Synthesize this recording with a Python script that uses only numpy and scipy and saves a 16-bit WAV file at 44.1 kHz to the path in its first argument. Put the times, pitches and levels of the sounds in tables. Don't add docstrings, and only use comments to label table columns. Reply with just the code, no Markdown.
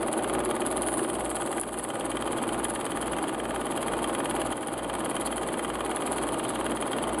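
import sys
import numpy as np
from scipy import signal
from scipy.fft import rfft, irfft
from scipy.io import wavfile

SR = 44100
rng = np.random.default_rng(int(sys.argv[2]) if len(sys.argv) > 2 else 0)


def wav_out(sig):
    wavfile.write(sys.argv[1], SR, np.round(np.clip(np.atleast_2d(sig).T, -1, 1) * 32767).astype(np.int16))


N = 317520
TIME = np.arange(N) / SR
FRAME_S, FIRST_STOP_S = .0535025, .02975
TIGHT_S = 1.8


def from_db(db):
    return 10 ** (np.asarray(db) / 20)


def rms_one(x):
    return x / np.sqrt(np.mean(x ** 2) + 1e-20)


def colour(x, spectrum):
    hz, db = np.transpose(spectrum)
    size = 4096
    grid = np.maximum(np.fft.rfftfreq(size, 1 / SR), 1)
    gain = from_db(np.interp(np.log(grid), np.log(hz), db))
    cepstrum = irfft(np.log(gain))
    cepstrum[1:size // 2] *= 2
    cepstrum[size // 2 + 1:] = 0
    return signal.fftconvolve(x, irfft(np.exp(rfft(cepstrum))))[:len(x)]


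def drift(rate):
    knots = rng.standard_normal(2000)
    return rms_one(np.interp(TIME * rate, np.arange(len(knots)), knots))


def tones(rows, clock):
    return sum(np.sqrt(2) * from_db(db) * np.sin(2 * np.pi * (hz * clock + rng.random()))
               for hz, db in rows)


def resonate(x, hz, width_hz):
    return signal.lfilter(*signal.iirpeak(hz, hz / width_hz, fs=SR), x)


def clicks(times, db):
    at = np.round(np.ravel(times) * SR).astype(int)
    inside = (at >= 0) & (at < N)
    out = np.zeros(N)
    np.add.at(out, at[inside], from_db(np.ravel(db))[inside])
    return out


def strokes(offsets, contact_db, jitter_s, stroke_db, spread_db):
    stops = np.arange(FIRST_STOP_S, N / SR + FRAME_S, FRAME_S)
    shape = (len(stops), len(offsets))
    times = stops[:, None] + offsets + jitter_s * rng.standard_normal(shape)
    force_db = stroke_db * rng.standard_normal((len(stops), 1)) + spread_db * rng.standard_normal(shape)
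    return clicks(times, contact_db + force_db)


def ring(hits, modes):
    t = TIME[:SR // 4]
    response = sum((-1) ** k * from_db(db - 60 * t / t60) * np.sin(2 * np.pi * hz * t)
                   for k, (hz, db, t60) in enumerate(modes))
    return rms_one(signal.fftconvolve(hits, response)[:N])


def bursts(hits, t60):
    energy = signal.lfilter([1], [1, -from_db(-120 / (t60 * SR))], hits ** 2 + 1e-18)
    return np.sqrt(energy) * rng.standard_normal(N)


def crackle(per_s, size_db):
    sizes = from_db(size_db * np.minimum(rng.exponential(1, N), 4.5)) * rng.choice([-1, 1], N)
    return rms_one(sizes * (rng.random(N) < per_s / SR))


def release(since_s, t60):
    return from_db(-60 * np.maximum(since_s, 0) / t60)


# (frequency [Hz], level [dB])
MAINS_HUM = [(120, -54), (240, -49), (360, -50)]

def motor(rotor_hz=58.89, fan_hz=56.67, opposed_s=.15):
    turn = 2 * np.pi * (TIME - opposed_s)
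    shafts = from_db(-51.5) * np.sin(rotor_hz * turn) - from_db(-49.5) * np.sin(fan_hz * turn)
    return shafts + tones(MAINS_HUM, TIME) * from_db(1.8 * drift(rate=5.5))


# (frequency [Hz], level [dB])
WHIRR_SPECTRUM = [(25, -24.5), (80, -19.5), (130, -12), (220, -5), (330, -0.5), (410, -3.5), (610, -2.5),
                  (800, -9), (1200, -11.5), (1600, -20), (2400, -24), (3200, -27.5), (4500, -35),
                  (12000, -63)]
# (pitch [multiple of the frame rate], level [dB])
GEAR_TONES = [(12, -51.5), (15, -48.5), (17, -47.5), (18, -46.5), (20, -53.5), (29, -54), (34, -58),
              (39, -57), (43, -56.5), (47, -54), (49, -58), (65, -56)]
# (time [s], level [dB])
DRIVE_LOAD = [(0.03, -0.5), (0.35, 1.3), (1.47, -2.5), (1.63, -0.0), (2.6, 0.6), (2.76, -1.5), (3.24, 1.6),
              (3.4, -1.4), (4.04, 1.86), (5.65, -1.0), (5.97, 0.5), (7.2, 0.8)]

def drive(load_db):
    air = rms_one(colour(rng.standard_normal(N), WHIRR_SPECTRUM)) * from_db(0.72 * drift(rate=28))
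    wavering_clock = TIME + 0.00017 * drift(rate=4)
    gears = tones([(order / FRAME_S, db) for order, db in GEAR_TONES], wavering_clock)
    return from_db(load_db - 0.16) * (from_db(-33) * air + from_db(2.5) * gears)


# (frequency [Hz], width [Hz], level [dB])
REEL_RESONANCES = [(345.6, 88, 2), (591, 87, -2.5), (747, 26, -5)]

def reel_rumble(fade_db_per_s=2.5):
    shaking = rng.standard_normal(N)
    rumble = sum(from_db(db) * resonate(resonate(shaking, hz, width), hz, width)
                 for hz, width, db in REEL_RESONANCES)
    return from_db(-33 - fade_db_per_s * TIME) * release(TIME - TIGHT_S, t60=0.092) * rms_one(rumble)


# (time from the stop [s], case thud [dB], gate knock [dB], film tick [dB])
CLAW_CONTACTS = [(-.0217, 12, -8, 7), (-.0197, 13, -6, 6), (-.0154, 12.5, -3, 6.5), (-.0127, -18, -5, 15),
                 (-.008, -25, -17, 15.5), (-.002, 12.5, 0, 2), (-.0003, 7.5, 6.5, 11),
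                 (.004, -14, -1.5, -29)]
# (frequency [Hz], level [dB], decay t60 [s])
CASE_RING = [(570, -19, 0.026), (645, -11.5, 0.15), (739.6, -12, 0.12), (803, 3.5, 0.056),
             (872, -0.5, 0.031), (904, -7, 0.04), (1000, -6.5, 0.02), (1083, 2, 0.03), (1072, 6.5, 0.024),
             (1252, -8, 0.096), (1428, -4.5, 0.0083), (1466, -5.5, 0.057)]
# (frequency [Hz], level [dB], decay t60 [s])
GATE_RING = [(1120, 2, 0.009), (1213.5, 3.5, 0.051), (1450, -0.5, 0.052), (1650, 7.5, 0.016),
             (1763, 2, 0.017), (1967, 1.5, 0.031), (2035, 0.5, 0.022), (2248, -10, 0.054),
             (2464, -10.5, 0.068), (2780, -4.5, 0.0077), (2820, 4, 0.019), (3123, 2.5, 0.047),
             (3255, 4.5, 0.023), (3240, -28, 0.012), (3760, -45, 0.06)]
# (frequency [Hz], level [dB])
CRACK_SPECTRUM = [(100, -51), (300, -36), (700, -1.5), (1200, -5.5), (1800, -3.5), (2600, -10), (3300, -6),
                  (3900, -17.5), (5000, -20.5), (8000, -20)]

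def claw(load_db, belt_hz=7.93, settle_s=0.95, split_hz=2600):
    offsets, thud_db, knock_db, _ = np.transpose(CLAW_CONTACTS)
    belt_pull = np.cos(2 * np.pi * belt_hz * TIME)
    thuds = strokes(offsets, thud_db, jitter_s=.00009, stroke_db=0.2, spread_db=1.7)
    knocks = strokes(offsets, knock_db, jitter_s=.00004, stroke_db=-0.3, spread_db=1.64)
    knocks *= from_db(1.16 * belt_pull)
    case = from_db(-39.5) * ring(thuds, CASE_RING)
    hardness_db = -4.5 * np.exp(-TIME / settle_s) + 1.5 * belt_pull
    lower = ring(knocks * from_db(-.3 * hardness_db), [m for m in GATE_RING if m[0] < split_hz])
    upper = ring(knocks * from_db(hardness_db), [m for m in GATE_RING if m[0] >= split_hz])
    gate = from_db(-46.5) * lower + from_db(-49.5) * upper
    crack = from_db(-44) * rms_one(colour(bursts(knocks, t60=0.019) + 2 * knocks, CRACK_SPECTRUM))
    return from_db(0.38 + 0.62 * load_db) * (case + gate + crack)


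# (frequency [Hz], level [dB])
FILM_SPECTRUM = [(1500, -17), (4500, -12.5), (6300, -24), (7500, -10), (8500, -5.5), (9300, -2.5),
                 (10000, 5.5), (10500, 3), (11500, -9), (12300, -25)]
# (time [s], level [dB])
GATE_FRICTION = [(0.03, 0.5), (0.56, 1), (0.89, 5.5), (1.42, 0), (1.63, 3), (2.06, 2), (2.17, -0.5),
                 (2.7, 2.7), (3.45, -3), (3.77, 1.1), (4.63, 2.6), (4.84, -1.5), (5.27, 1.5), (5.81, -1),
                 (6.13, 3.5), (6.66, 0.5), (7.2, -2.5)]

def film_in_gate(grip_s=0.0092):
    offsets, _, _, tick_db = np.transpose(CLAW_CONTACTS)
    touches = strokes(offsets, tick_db, jitter_s=0.00022, stroke_db=1.5, spread_db=3.5)
    ticks = rms_one(colour(bursts(touches, t60=0.016), FILM_SPECTRUM))
    since_grip = (TIME - FIRST_STOP_S + grip_s) % FRAME_S
    drag = release(since_grip - grip_s, t60=0.03) + from_db(-11)
    slips = crackle(per_s=2400, size_db=3.5) * drag * from_db(1.2 * drift(rate=130))
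    scrape = rms_one(colour(slips, FILM_SPECTRUM))
    friction_db = np.interp(TIME, *np.transpose(GATE_FRICTION))
    return from_db(friction_db) * (from_db(-42.7) * ticks + from_db(-47) * scrape)


# (time [s], level [dB])
SNAP_CUES = [(0.337, -12.5), (0.772, -22), (0.82, -5.5), (0.9397, -19), (1.301, -14.5), (1.598, -11),
             (1.605, -13), (1.6127, -4), (1.889, -16), (2.647, -12), (2.6993, -10.5), (3.0136, -16),
             (6.121, -14.5)]

def film_snaps():
    cracks = clicks(*np.transpose(SNAP_CUES))
    snaps = colour(bursts(cracks, t60=.007) + 3 * cracks, FILM_SPECTRUM)
    return signal.sosfilt(signal.butter(2, 6000, "high", fs=SR, output="sos"), snaps)


def slack_film(start_s=0.834, attack_s=0.028, hold_s=0.17, loose_hz=9900, taut_hz=8240):
    attack = np.clip((TIME - start_s) / attack_s, 0, 1)
    swish = from_db(-41.5) * attack * release(TIME - start_s - hold_s, t60=0.31)
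    slack = from_db(-46) * attack * release(TIME - TIGHT_S, t60=5.0)
    rubbing = np.maximum(slack, from_db(-54.5) * (TIME > TIGHT_S))
    rustle = rms_one(colour(crackle(per_s=1000, size_db=9.0), FILM_SPECTRUM))
    loop_left = (1 - np.tanh((TIME - 1.11) / 0.12)) / 2
    hiss_hz = taut_hz + (loose_hz - taut_hz) * loop_left
    flutter = signal.sosfilt(signal.butter(2, 450, fs=SR, output="sos"), crackle(per_s=4500, size_db=6.5))
    hiss = rms_one(flutter * np.sin(2 * np.pi * np.cumsum(hiss_hz) / SR))
    return swish * hiss + rubbing * from_db(-5.5) * (rustle + hiss)


# (time [s], depth [dB])
DIP_CUES = [(1.597, 6), (4.535, 4.5)]

def dips(attack_s=0.0063, recovery_db_per_s=9):
    return from_db(sum(np.interp(TIME - s, [0, attack_s, attack_s + db / recovery_db_per_s], [0, -db, 0])
                       for s, db in DIP_CUES))


# (time [s], half-length [s], level [dB], frequency [Hz])
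RUB_CUES = [(5.266, 0.013, -40, 4400), (5.264, 0.0063, -28.5, 9600), (6.18, 0.079, -57, 4300),
            (6.52, 0.15, -52.5, 3600)]

def rim_rubs():
    noise = rng.standard_normal(N)
    rubs = np.zeros(N)
    for s, half_length, db, hz in RUB_CUES:
        swell = np.exp(-((TIME - s) / half_length) ** 2)
        rubs += from_db(db) * swell * rms_one(resonate(noise, hz, width_hz=620))
    return rubs


def room(x, t60, wet_db, delay_s):
    t = TIME[:SR // 2]
    tail = rng.standard_normal(len(t)) * from_db(-60 * t / t60)
    response = np.concatenate([np.zeros(int(delay_s * SR)), tail / np.linalg.norm(tail)])
    return x + from_db(wet_db) * signal.fftconvolve(x, response)[:N]


def scene():
    load_db = np.interp(TIME, *np.transpose(DRIVE_LOAD))
    clatter = room(claw(load_db), t60=0.22, wet_db=-13.5, delay_s=.004)
    film = room(film_in_gate() + film_snaps() + slack_film(), t60=0.24, wet_db=-14, delay_s=.0026)
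    mix = clatter + film + drive(load_db) + motor() + reel_rumble() + rim_rubs()
    return (dips() * mix)[None]


def record(dry):
    for hz, width_hz in ((5512, 1300), (11025, 450)):
        dry = signal.lfilter(*signal.iirnotch(hz, hz / width_hz, fs=SR), dry)
    return signal.sosfilt(signal.cheby2(16, 60, 12950, fs=SR, output="sos"), dry)


dry = scene()
out = record(dry)
wav_out(out)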